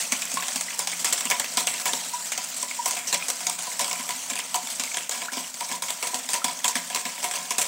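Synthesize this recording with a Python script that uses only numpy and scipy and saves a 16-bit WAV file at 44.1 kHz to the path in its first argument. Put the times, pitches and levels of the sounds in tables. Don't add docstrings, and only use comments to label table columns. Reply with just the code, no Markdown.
import sys
import numpy as np
from scipy import signal
from scipy.fft import rfft, irfft, next_fast_len
from scipy.io import wavfile

SR = 44100
rng = np.random.default_rng(int(sys.argv[2]) if len(sys.argv) > 2 else 0)


def digitize_waveform(pressure):
    field = np.atleast_2d(pressure).T
    bounded = np.clip(field, -1, 1)
    quanta = np.round(bounded * 32767).astype(np.int16)
    wavfile.write(sys.argv[1], SR, quanta)


N = 338247

# start_s, level_db, wall_db, belly_db, chatter_t60_s
LANDINGS = [(0.117, -19, -22, -25, 0.056), (0.1206, -4, -32, -11, 0.11), (0.219, -14, -40.0, -10, 0.11),
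            (0.2528, -23, -34, -11, 0.05), (0.316, -13, -37, -28, 0.04), (0.34, -13.5, -31.0, -41, 0.05),
            (0.3717, -16, -21, -5.5, 0.033), (0.423, -13.5, -22, -8, 0.077),
            (0.4817, -11.5, -26, -12, 0.068), (0.5582, -7.5, -33, -24, 0.14),
            (0.6092, -7.5, -49, -25, 0.04), (0.705, -21, -32, -6, 0.075), (0.791, -11, -23.5, -16, 0.26),
            (0.872, -9, -31, -13.5, 0.14), (0.9169, -19, -24, -5, 0.19), (1.045, -5.5, -23.5, -13.5, 0.18),
            (1.1251, -3.5, -26, -20, 0.1), (1.1776, -12, -27, -10.5, 0.11), (1.2074, -10, -23, -17, 0.052),
            (1.253, -8, -26, -16, 0.077), (1.3, -3.0, -19.5, -18, 0.084), (1.31, -9, -14.5, -4, 0.12),
            (1.3969, -4, -27.5, -12, 0.068), (1.4426, -12.5, -37, -10, 0.11),
            (1.5711, -3, -24, -16.5, 0.24), (1.6036, -25, -32, -15, 0.046), (1.6702, -8, -34, -10.5, 0.15),
            (1.7385, -15, -25, -15.0, 0.12), (1.798, -15, -23, -14, 0.13), (1.8553, -6, -20.5, -11, 0.18),
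            (1.8767, -14.5, -20, -29, 0.1), (1.933, -8.5, -18.5, -25, 0.035),
            (2.3188, -8.5, -31, -11.5, 0.11), (2.3766, -9, -23.5, -25, 0.065), (2.628, -14, -17, -28, 0.14),
            (2.8577, -6, -20, -16, 0.17), (2.909, -11.5, -28, -19, 0.044), (2.9322, -16.5, -18, -10, 0.04),
            (2.967, -11.5, -26.0, -14, 0.12), (2.989, -17, -25, -8, 0.068),
            (3.1267, -4.5, -20, -23.0, 0.13), (3.1405, -9, -14, -9.5, 0.071), (3.283, -11.5, -25, -27, 0.1),
            (3.3006, -9, -43, -38, 0.056), (3.4046, -17.5, -19, -17, 0.079),
            (3.4677, -5.5, -20.5, -19, 0.07), (3.497, -6, -41, -32, 0.02),
            (3.588, -16.5, -19.5, -29, 0.089), (3.632, -17, -27, -39, 0.1), (3.6684, -17, -17, -30, 0.068),
            (3.793, -6.5, -18.5, -13.5, 0.15), (3.808, -12, -16.5, -9, 0.12), (3.843, -16, -28, -8, 0.057),
            (3.879, -17, -15, -23, 0.054), (3.911, -12, -23, -13, 0.078), (3.9286, -12, -22.5, -26, 0.046),
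            (3.9972, -23.5, -14.5, -6, 0.21), (4.0903, -14, -20, -9, 0.1), (4.105, -12.5, -24, -15, 0.074),
            (4.2994, -14, -19.5, -11, 0.18), (4.333, -22, -28, -3, 0.025),
            (4.3546, -18.5, -15.5, -5, 0.068), (4.3892, -15, -20, -8, 0.094), (4.543, -9, -15, -13, 0.066),
            (4.556, -14, -13, -22, 0.14), (4.671, -17, -29, -10, 0.1), (4.701, -23, -36, -17, 0.043),
            (4.7962, -9, -23.5, -15, 0.16), (4.836, -8.5, -40.0, -21, 0.015),
            (4.943, -17.5, -18, -5.5, 0.088), (4.97, -11.5, -16, -5.5, 0.028),
            (5.0933, -8, -47, -34, 0.021), (5.1104, -14.5, -21, -10.5, 0.52), (5.2172, -18, -14, -6, 0.11),
            (5.319, -31, -1.5, -3, 0.04), (5.332, -18, -24, -10, 0.33), (5.369, -21.5, -6.5, -4, 0.11),
            (5.541, -21, -27, -33, 0.042), (5.607, -17.5, -10.5, -8.5, 0.12),
            (5.6895, -20, -12.5, -6, 0.22), (5.714, -14.5, -16, -13.5, 0.26),
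            (5.8215, -12.5, -18, -18, 0.12), (5.837, -28, -37, -6, 0.06), (5.8828, -17, -22, -11, 0.17),
            (5.904, -10, -32, -24, 0.023), (6.0261, -9.5, -19, -13, 0.17),
            (6.0705, -13.5, -25.0, -29, 0.11), (6.132, -29, -2, -23.0, 0.044),
            (6.143, -8, -21.5, -32, 0.12), (6.2885, -12.5, -29.0, -17.5, 0.21),
            (6.3323, -12, -18, -11.5, 0.13), (6.339, -18, -16.5, -17, 0.38),
            (6.4428, -5.5, -19.5, -8, 0.087), (6.481, -20, -12, -6, 0.23), (6.511, -23, -26, -17, 0.046),
            (6.59, -19, -29, -19, 0.06), (6.643, -7, -16, -10.5, 0.083), (6.653, -11.5, -25, -17, 0.13),
            (6.679, -13.5, -16.5, -18, 0.092), (6.7541, -8, -23.5, -5.5, 0.17),
            (6.9, -17.5, -16, -7.5, 0.14), (6.947, -6, -25.5, -24, 0.058), (6.9585, -10, -19.5, -11, 0.25),
            (7.052, -14, -17.5, -6, 0.18), (7.179, -25.5, -9.5, -2, 0.085),
            (7.228, -15.5, -16.5, -14, 0.16), (7.241, -10.5, -17, -13, 0.15),
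            (7.311, -15, -23.5, -6, 0.098), (7.337, -19.5, -17.5, -6.5, 0.86),
            (7.506, -10.5, -17, -10.5, 0.12), (7.582, -8, -19, -9, 0.13), (7.6152, -15, -25, -10, 0.16)]
CLATTER_DB = -3.5


def from_db(db):
    return 10 ** (np.asarray(db) / 20)


def rms_one(x):
    return x / np.sqrt(np.mean(x ** 2) + 1e-20)


def drift(rate_hz):
    r = np.exp(-2 * np.pi * rate_hz / SR)
    return rms_one(signal.lfilter([1], [1, -2 * r, r * r], rng.standard_normal(N + SR))[SR:])


def ring(force, hz, t60):
    r, w = from_db(-60 / (t60 * SR)), 2 * np.pi * min(hz, .45 * SR) / SR
    return signal.lfilter([2 * np.sqrt(1 - r) * np.sin(w)], [1, -2 * r * np.cos(w), r * r], force + 1e-18)


def pass_band(hz, side, x):
    return signal.sosfilt(signal.butter(4, hz, side, fs=SR, output="sos"), x)


def grains(per_s, spread_db):
    sizes = from_db(spread_db * np.minimum(rng.exponential(1, N), 5)) * rng.choice([-1, 1], N)
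    return rms_one(sizes * (rng.random(N) < per_s / SR))


def strikes(times, levels_db, crack_t60, chatter_db, chatter_t60, swell_s=0.0009):
    out = np.zeros(N)
    for start_s, level_db, t60 in np.broadcast(times, levels_db, chatter_t60):
        i = round(start_s * SR)
        t = np.arange(min(SR // 2, N - i)) / SR
        fall = from_db(-60 * t / crack_t60) + from_db(chatter_db - 60 * t / t60)
        out[i:i + len(t)] += from_db(level_db) * fall * np.minimum(t / swell_s, 1)
    return out


def ticks(times, levels_db, boost_db=7):
    out = np.zeros(N)
    out[np.round(times * SR).astype(int)] = from_db(levels_db + boost_db)
    return out


def bowl(modes, wires, spot_db, dwell_s):
    spot = np.cumsum(rng.random(N) < 1 / (dwell_s * SR))
    strength = from_db(spot_db * rng.standard_normal((N // 100, len(modes))))
    total = np.sqrt(sum(from_db(2 * level_db) for hz, level_db, t60 in modes))
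    return sum(ring(wires[k % 3] * strength[spot, k], hz, t60) * from_db(level_db) * (-1) ** (k // 3)
               for k, (hz, level_db, t60) in enumerate(modes)) / total


def kitchen(x, t60_s=0.57):
    size = next_fast_len(N + SR)
    hz = np.arange(size // 2 + 1) * SR / size
    t60 = t60_s / (1 + hz / 9000)
    lags_s = rng.uniform(.011, 0.037, 10)
    loops = [from_db(-60 * lag / t60) * np.exp(-2j * np.pi * hz * lag) for lag in lags_s]
    response = sum((-1) ** k * loop / (1 - loop) for k, loop in enumerate(loops))
    return irfft(rfft(x, size) * response, size)[:N]


def yolk_pops(scrape):
    start_s, level_db, _, belly_db, _ = np.transpose(LANDINGS)
    squeeze = scrape + strikes(start_s, level_db + belly_db, 0.08, -8.5, 0.2, swell_s=0.006)
    pitches_hz, pocket = np.geomspace(2000, 3300, 12), rng.integers(0, 12, N)
    bursts = grains(per_s=180, spread_db=2.6) * from_db(1.5 * drift(7))
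    pops = sum(ring(bursts * (pocket == k), hz, 24 / hz) for k, hz in enumerate(pitches_hz))
    return squeeze * rms_one(pops)


def plops(swell_cycles=0.4):
    # start_s, pitch_hz, level_db, rise_octaves
    pockets = [(.051, 2650, -26, 0), (.164, 3000, -23, .2), (.224, 2480, -20, 0), (.3712, 1040, -18, .45),
               (.393, 3750, -23.5, 0), (.684, 2010, -23, .05), (1.891, 1770, -26, 0), (2.712, 2250, -19, 0),
               (3.225, 2480, -18, .05), (3.717, 2100, -27, 0), (4.31, 2300, -23, 0), (4.377, 2450, -23, 0),
               (4.843, 2350, -24, 0), (4.877, 2200, -26, 0), (4.917, 2260, -23, .05),
               (5.284, 1386, -23, 1.7), (5.445, 2960, -27, 0), (6.418, 1290, -28, .3),
               (7.075, 3920, -26, .3)]
    out, wobble = np.zeros(N), drift(450)
    for start_s, hz, level_db, rise in pockets:
        t60 = 0.1 * (1000 / hz) ** 1.8
        t, i = np.arange(round(t60 * SR)) / SR, round(start_s * SR)
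        octaves = rise * t / t60 + .04 * wobble[i:i + len(t)]
        phase = 2 * np.pi * np.cumsum(hz * 2 ** octaves) / SR
        envelope = from_db(level_db - 60 * t / t60) * np.minimum(t * hz / swell_cycles, 1)
        out[i:i + len(t)] += envelope * np.sin(phase)
    return out


def hollow_notes(swell_s=0.01):
    # start_s, pitch_hz, level_db
    notes = [(2.133, 970, -23.5), (2.788, 956, -21)]
    out, t = np.zeros(N), np.arange(SR // 10) / SR
    envelope = (t / swell_s * np.exp(1 - t / swell_s)) ** 1.8
    for start_s, hz, level_db in notes:
        i = round(start_s * SR)
        out[i:i + len(t)] += from_db(level_db) * envelope * np.sin(2 * np.pi * hz * t)
    return out


def drag(lift_s=0.062):
    # time_s, level_db
    pressure = [(0, -27.5), (.06, -37), (.47, -34.5), (.9, -39), (1.1, -34.5), (1.5, -36), (1.8, -35),
                (2.4, -37), (2.95, -35.5), (3.37, -37), (3.9, -35.5), (4.4, -38), (5.0, -37.5),
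                (5.45, -38.5), (6.1, -39), (6.8, -39.5), (7.32, -37.5), (7.57, -40.5), (7.67, -31)]
    # touch_s, depth_db
    lifts = [(1.666, 12), (2.68, 8), (3.585, 6.5), (4.354, 12), (5.092, 9), (5.318, 13), (5.542, 9),
             (5.82, 15), (6.443, 12), (7.05, 4)]
    t = np.arange(N) / SR
    eased_db = sum(depth_db * np.clip(1 - (touch_s - t) / lift_s, 0, 1) * (t < touch_s)
                   for touch_s, depth_db in lifts)
    return from_db(np.interp(t, *np.transpose(pressure)) - eased_db)


def bottom_thumps(slips, scrape, knocks):
    # pitch_hz, level_db, t60_s
    modes = [(113, -19.5, 0.52), (176.5, 0, 0.4), (205, -5, 0.15), (255, 10, 0.17)]
    # start_s, level_db
    thumps = [(0.122, -28), (0.338, -31.5), (0.555, -32), (1.253, -33.5), (1.571, -32), (1.929, -38),
              (2.065, -38), (2.625, -49), (3.673, -40), (3.994, -36.5), (4.317, -33.5), (4.633, -38.5),
              (4.796, -36), (5.324, -39), (5.37, -31), (5.712, -32.5), (6.144, -36.5), (6.442, -29.5),
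              (6.757, -32), (7.055, -34), (7.505, -43.5), (7.581, -34.5)]
    push = from_db(16) * ticks(*np.transpose(thumps))
    rumble = from_db(-50.5) * pass_band(235, "low", slips) * rms_one(scrape + 0.13 * knocks)
    return bowl(modes, push + rumble, spot_db=1.5, dwell_s=0.08)


def wall_ring(contacts, slips, scrape):
    # pitch_hz, level_db, t60_s
    modes = [(370, -14, 0.02), (487.3, -17, 0.12), (572.3, -8.5, 0.2), (689.5, -4, 0.09), (726, -1, 0.19),
             (943, -4, 0.1), (966, -1, 0.13), (998, 0, 0.1), (1035, -4, 0.08), (1215, -11, 0.019)]
    start_s, level_db, wall_db, _, t60 = np.transpose(LANDINGS)
    blows = strikes(start_s, level_db + wall_db + 2, crack_t60=0.015, chatter_db=-3.5, chatter_t60=t60)
    rubbed = from_db(-14) * pass_band(560, "high", slips) * scrape
    return bowl(modes, contacts * blows + rubbed, spot_db=2.5, dwell_s=0.05)


def belly_ring(contacts):
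    # pitch_hz, level_db, t60_s
    modes = [(1690, -0.5, 0.023), (2237, -2, 0.03), (2870, -4, 0.0044), (3444, 0, 0.0096)]
    start_s, level_db, _, belly_db, t60 = np.transpose(LANDINGS)
    drive_db = level_db + belly_db + CLATTER_DB
    blows = strikes(start_s, drive_db, crack_t60=0.012, chatter_db=-12, chatter_t60=t60)
    return bowl(modes, contacts * blows, spot_db=2.2, dwell_s=.015)


def wire_clatter(contacts, slips, scrape, knocks, count=60):
    # pitch_hz, level_db
    colour = [(1300, -7.5), (1910, -8), (2220, -7), (2520, -7.5), (4000, -4.5), (8060, 5), (11500, -15),
              (15500, -10.5)]
    hz = np.linspace(np.sqrt(600), np.sqrt(15900), count) ** 2
    hz *= 1 + .003 * rng.standard_normal(count)
    colour_hz, colour_db = np.transpose(colour)
    mode_db = np.interp(np.log(hz), np.log(colour_hz), colour_db) + 5 * np.log10(hz)
    modes = list(zip(hz, mode_db, 2.358 / hz ** 0.81))
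    start_s, level_db, *_ = np.transpose(LANDINGS)
    struck = contacts * knocks + ticks(start_s + 0.00045, level_db + CLATTER_DB)
    rubbed = from_db(6.5) * slips * scrape
    return bowl(modes, struck + rubbed, spot_db=3.5, dwell_s=0.011)


def scene():
    scrape = drag()
    start_s, level_db, _, _, t60 = np.transpose(LANDINGS)
    knocks = strikes(start_s, level_db + CLATTER_DB, crack_t60=0.0087, chatter_db=-7, chatter_t60=t60)
    contacts = np.array([grains(per_s=9000, spread_db=2.5) for wire in range(3)])
    clumps = from_db(.4 * drift(18) + 1.2 * drift(80))
    slips = np.array([grains(per_s=14000, spread_db=1.2) for wire in range(3)]) * clumps
    clatter = wire_clatter(contacts, slips, scrape, knocks)
    wall = wall_ring(contacts, slips, scrape)
    shell = pass_band(456, "high", clatter + belly_ring(contacts))
    bottom = bottom_thumps(slips, scrape, knocks)
    direct = shell + wall + bottom + plops() + hollow_notes() + from_db(-12) * yolk_pops(scrape)
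    return (direct + from_db(-21) * kitchen(direct))[None]


def record(dry):
    rounded = .5 * np.tanh(dry / .5)
    thin = signal.sosfilt(signal.butter(6, 140, "high", fs=SR, output="sos"), rounded)
    hiss = from_db(-53) * signal.lfilter([1, -.8], [1], rng.standard_normal(dry.shape))
    return signal.sosfilt(signal.ellip(10, .5, 70, 15750, fs=SR, output="sos"), thin + hiss)


dry = scene()
out = record(dry)
digitize_waveform(out)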